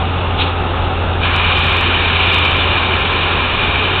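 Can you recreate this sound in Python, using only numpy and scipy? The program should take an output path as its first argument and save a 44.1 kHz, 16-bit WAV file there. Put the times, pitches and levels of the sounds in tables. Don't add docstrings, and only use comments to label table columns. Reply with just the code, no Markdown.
import sys
import numpy as np
from scipy import signal
from scipy.fft import rfft, irfft
from scipy.io import wavfile

SR = 44100
rng = np.random.default_rng(int(sys.argv[2]) if len(sys.argv) > 2 else 0)


def wav_out(sig):
    wavfile.write(sys.argv[1], SR, np.round(np.clip(np.atleast_2d(sig).T, -1, 1) * 32767).astype(np.int16))


N = 176400
TIME = np.arange(N) / SR


def from_db(db):
    return 10 ** (np.asarray(db) / 20)


def unit_rms(x):
    return x / np.sqrt(np.mean(x ** 2) + 1e-20)


def automation(rows):
    times, *columns = np.transpose(rows)
    return [np.interp(TIME, times, column) for column in columns]


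def drift(rate_hz):
    pole = np.exp(-80 * np.pi * rate_hz / SR)
    noise = rng.standard_normal(N // 40 + 2002)
    slow = signal.lfilter([1], [1, -2 * pole, pole * pole], noise)[2000:]
    return np.interp(np.arange(N) / 40, np.arange(len(slow)), unit_rms(slow))


def turbulence(colour):
    hz, db = np.transpose(colour)
    bins_hz = np.maximum(np.arange(N // 2 + 1) * SR / N, 1)
    octaves_outside = np.maximum(np.log2(bins_hz / hz[-1]), 0) + np.maximum(np.log2(hz[0] / bins_hz), 0)
    gain = from_db(np.interp(np.log(bins_hz), np.log(hz), db) - 24 * octaves_outside)
    return unit_rms(irfft(rfft(rng.standard_normal(N)) * gain, N))


def resonance(hz, width_hz):
    bins_hz = np.arange(N // 2 + 1) * SR / N
    response = 1 / (1 + 1j * (bins_hz - hz) / width_hz) ** 2
    return unit_rms(irfft(rfft(rng.standard_normal(N)) * response, N))


def compressor():
    # time_s, pitch_hz, level_db
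    drone = [(0, 87.2, -20), (1.4, 86.1, -20), (2.5, 86, -21), (3.1, 86, -23.5), (3.45, 86, -25),
             (3.62, 86.3, -27), (3.85, 90.8, -26), (4, 93.7, -20)]
    # frequency_hz, relative_db
    rumble_colour = [(10, -17.5), (22, -1.5), (32, -5), (46, -2), (62, 1), (85, -5.5), (112, -5),
                     (135, -4.5), (165, -7), (220, -12), (400, -41.5)]
    # time_s, level_db
    deep_swell = [(0, -38.5), (1.1, -31.5), (1.6, -29), (2.1, -31), (2.6, -37.5), (4, -38.5)]
    pitch_hz, level_db = automation(drone)
    deep_db, = automation(deep_swell)
    phase = 2 * np.pi * np.cumsum(pitch_hz) / SR
    note = np.sqrt(2) * (np.sin(phase) + from_db(-30) * np.sin(2 * phase))
    rumble = from_db(-25) * turbulence(rumble_colour)
    deep = from_db(deep_db) * resonance(hz=45, width_hz=6.1)
    return note * from_db(level_db + .6 * drift(rate_hz=6)) + rumble + deep


def machines():
    # pitch_hz, width_hz, starting_level_db, change_db_per_s
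    housings = [(148, 15, -38.5, -2.5), (378.6, 19, -34.5, 0.93), (427.5, 34, -40, 1.8),
                (536.8, 20, -44.5, 0), (779, 40, -30.5, -2.5), (863, 38, -37.5, 0), (1022.5, 39, -43, 1.2),
                (1095, 21, -39.5, -1), (1217, 25, -41, 0), (1257, 36, -35, -2), (1378, 19, -41, 0.5)]
    # frequency_hz, relative_db
    roar_colour = [(120, -16), (200, -6), (250, 0.5), (310, -3.5), (400, -2), (480, -2), (560, -2),
                   (660, -3.5), (790, -0.5), (920, -2.5), (1100, -5), (1350, -3), (1600, -8.5),
                   (1950, -15.5), (2600, -13), (4000, -39.5)]
    rings = sum(from_db(db + db_per_s * TIME) * resonance(hz, width_hz)
                for hz, width_hz, db, db_per_s in housings)
    return from_db(-22.5 + .5 * drift(rate_hz=15)) * turbulence(roar_colour) + rings


def nozzle_air():
    # frequency_hz, relative_db
    air_colour = [(1400, -15), (2000, -11), (2400, -6), (2750, 2.5), (3100, -4.5), (3500, -2), (3750, -4),
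                  (4000, -17.5), (4250, -19), (4500, -26)]
    return from_db(-30 + .27 * drift(rate_hz=6)) * turbulence(air_colour)


def spits():
    # centre_s, length_s, level_db
    slugs = [(.415, 0.041, -16), (.485, 0.042, -26), (.85, 0.026, -29.5)]
    # frequency_hz, relative_db
    spit_colour = [(500, -10.5), (1300, -5.5), (2000, -14.5), (2400, -1), (2950, -0.5), (3300, 0.5),
                   (3700, 0), (4000, -11), (4300, -14.5), (4550, -23)]
    envelope = sum(from_db(db) * np.exp(-2 * ((TIME - centre_s) / length_s) ** 2)
                   for centre_s, length_s, db in slugs)
    return envelope * turbulence(spit_colour)


def jet():
    # time_s, level_db
    strength = [(0, -35.5), (1.18, -46.5), (1.236, -19), (1.4, -18.5), (1.62, -17), (1.95, -19),
                (2.2, -16.5), (2.3, -16.5), (2.51, -17), (2.66, -19.5), (3.2, -20), (3.55, -20.5), (4, -20)]
    # frequency_hz, relative_db
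    hiss_colour = [(1500, -17.5), (2020, -10), (2200, -4.5), (2380, 5), (2650, -3.5), (2830, -1),
                   (3030, 0.5), (3220, -5.5), (3400, -5.5), (3560, -4), (3790, -4.5), (3980, -17.5),
                   (4230, -16.5), (4500, -22.5)]
    # frequency_hz, relative_db
    wash_colour = [(500, -29.5), (800, -9), (1030, 6), (1230, 2.5), (1450, -0.5), (1680, 2), (1880, -3),
                   (2100, -18.5), (3000, -33)]
    open_s, attack_s, fade_db_per_s = 1.2, .046, 1.0
    jet_db, = automation(strength)
    opened = np.clip((TIME - open_s) / attack_s, 0, 1)
    hiss = from_db(jet_db) * turbulence(hiss_colour)
    wash = opened * from_db(-22 - fade_db_per_s * (TIME - open_s)) * turbulence(wash_colour)
    return hiss + wash + whistle(jet_db, opened)


def whistle(jet_db, opened):
    # pitch_hz, width_hz, relative_db
    modes = [(2340, 30, -15.5), (2444, 11, -12), (2540, 16, -16.5), (2794, 16, -17.5), (3024, 44, -21.5),
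             (3535, 23, -18.5), (3757, 67, -21.5)]
    flare_s, flare_width_s, flare_peak_db, flutter_db = 2.19, .035, 9.5, 2.3
    flare_db = flare_peak_db * np.exp(-.5 * ((TIME - flare_s) / flare_width_s) ** 2)
    rings = np.zeros(N)
    for k, (hz, width_hz, db) in enumerate(modes):
        mode_db = db + flutter_db * drift(rate_hz=4.6) + flare_db * (k < 2)
        rings += from_db(mode_db) * resonance(hz, width_hz)
    average_db = np.average(jet_db, weights=opened)
    drive_db = average_db + .54 * (jet_db - average_db)
    return opened * from_db(drive_db) * rings


def overload_ticks():
    # start_s, level_db, cutoff_hz
    ticks = [(1.358, -31, 15000), (1.3635, -17, 10100), (1.46, -38, 16000), (1.567, -29, 4400),
             (1.5748, -20, 5800), (1.592, -22.5, 16000), (1.6425, -24.5, 16100), (1.661, -22, 4500),
             (1.6675, -25, 15000), (1.695, -26, 16000), (1.72, -24, 4500), (1.727, -26, 16000),
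             (1.74, -29, 4800), (1.7703, -22, 16000), (1.7955, -20, 4400), (1.811, -19.5, 16000),
             (2.098, -41, 16000), (2.2642, -30.5, 11000), (2.27, -26, 5400), (2.3225, -17, 4800),
             (2.3315, -25, 16000), (2.345, -16, 10500), (2.3645, -33, 16000), (2.386, -20, 16000),
             (2.407, -26, 4100), (2.451, -16, 5200), (2.455, -23, 16000), (2.473, -33, 16000),
             (2.5124, -27, 15200), (2.566, -18, 4420), (2.572, -28, 10000), (2.734, -47, 16000),
             (2.9825, -23, 4400), (2.992, -29, 15000), (3.011, -31.5, 16000), (3.127, -31, 15000)]
    ring_hz, ring_decay_s, dull_hz = 4650, .001, 3000
    out, t = np.zeros(N), TIME[:SR // 100]
    ring = from_db(-14.5) * np.exp(-t / ring_decay_s) * np.cos(2 * np.pi * ring_hz * t)
    spike = np.exp(-2 * np.pi * dull_hz * t) + ring
    for start_s, db, cutoff_hz in ticks:
        tick = signal.sosfilt(signal.butter(6, cutoff_hz, fs=SR, output="sos"), spike)
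        start = int(start_s * SR)
        out[start:start + len(tick)] += from_db(db) * rng.choice([-1, 1]) * tick
    return out


def pit_echoes(direct):
    # delay_s, level_db
    echoes = [(.0116, -19), (.01722, -14), (.0183, -19), (.0413, -19), (.05845, -14)]
    dull_hz = 3530
    dull = signal.sosfilt(signal.butter(1, dull_hz, fs=SR, output="sos"), direct)
    return direct + sum(from_db(db) * np.interp(TIME - delay_s, TIME, dull, left=0)
                        for delay_s, db in echoes)


def scene():
    drone = compressor()
    roar = machines()
    spray = nozzle_air() + jet()
    sputter = from_db(.69 * drift(rate_hz=40))
    return (drone + pit_echoes(roar + spray * sputter + spits()))[None]


def record(dry):
    ceiling, treble_stop_hz, cutoff_hz = .7, 4800, 15900
    rounded = dry / (1 + (dry / ceiling) ** 8) ** (1 / 8)
    narrow = signal.sosfiltfilt(signal.cheby2(14, 50, treble_stop_hz, fs=SR, output="sos"), rounded)
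    mix = narrow + overload_ticks() + from_db(-103) * rng.standard_normal(N)
    return signal.sosfilt(signal.butter(16, cutoff_hz, fs=SR, output="sos"), mix)


dry = scene()
out = record(dry)
wav_out(out)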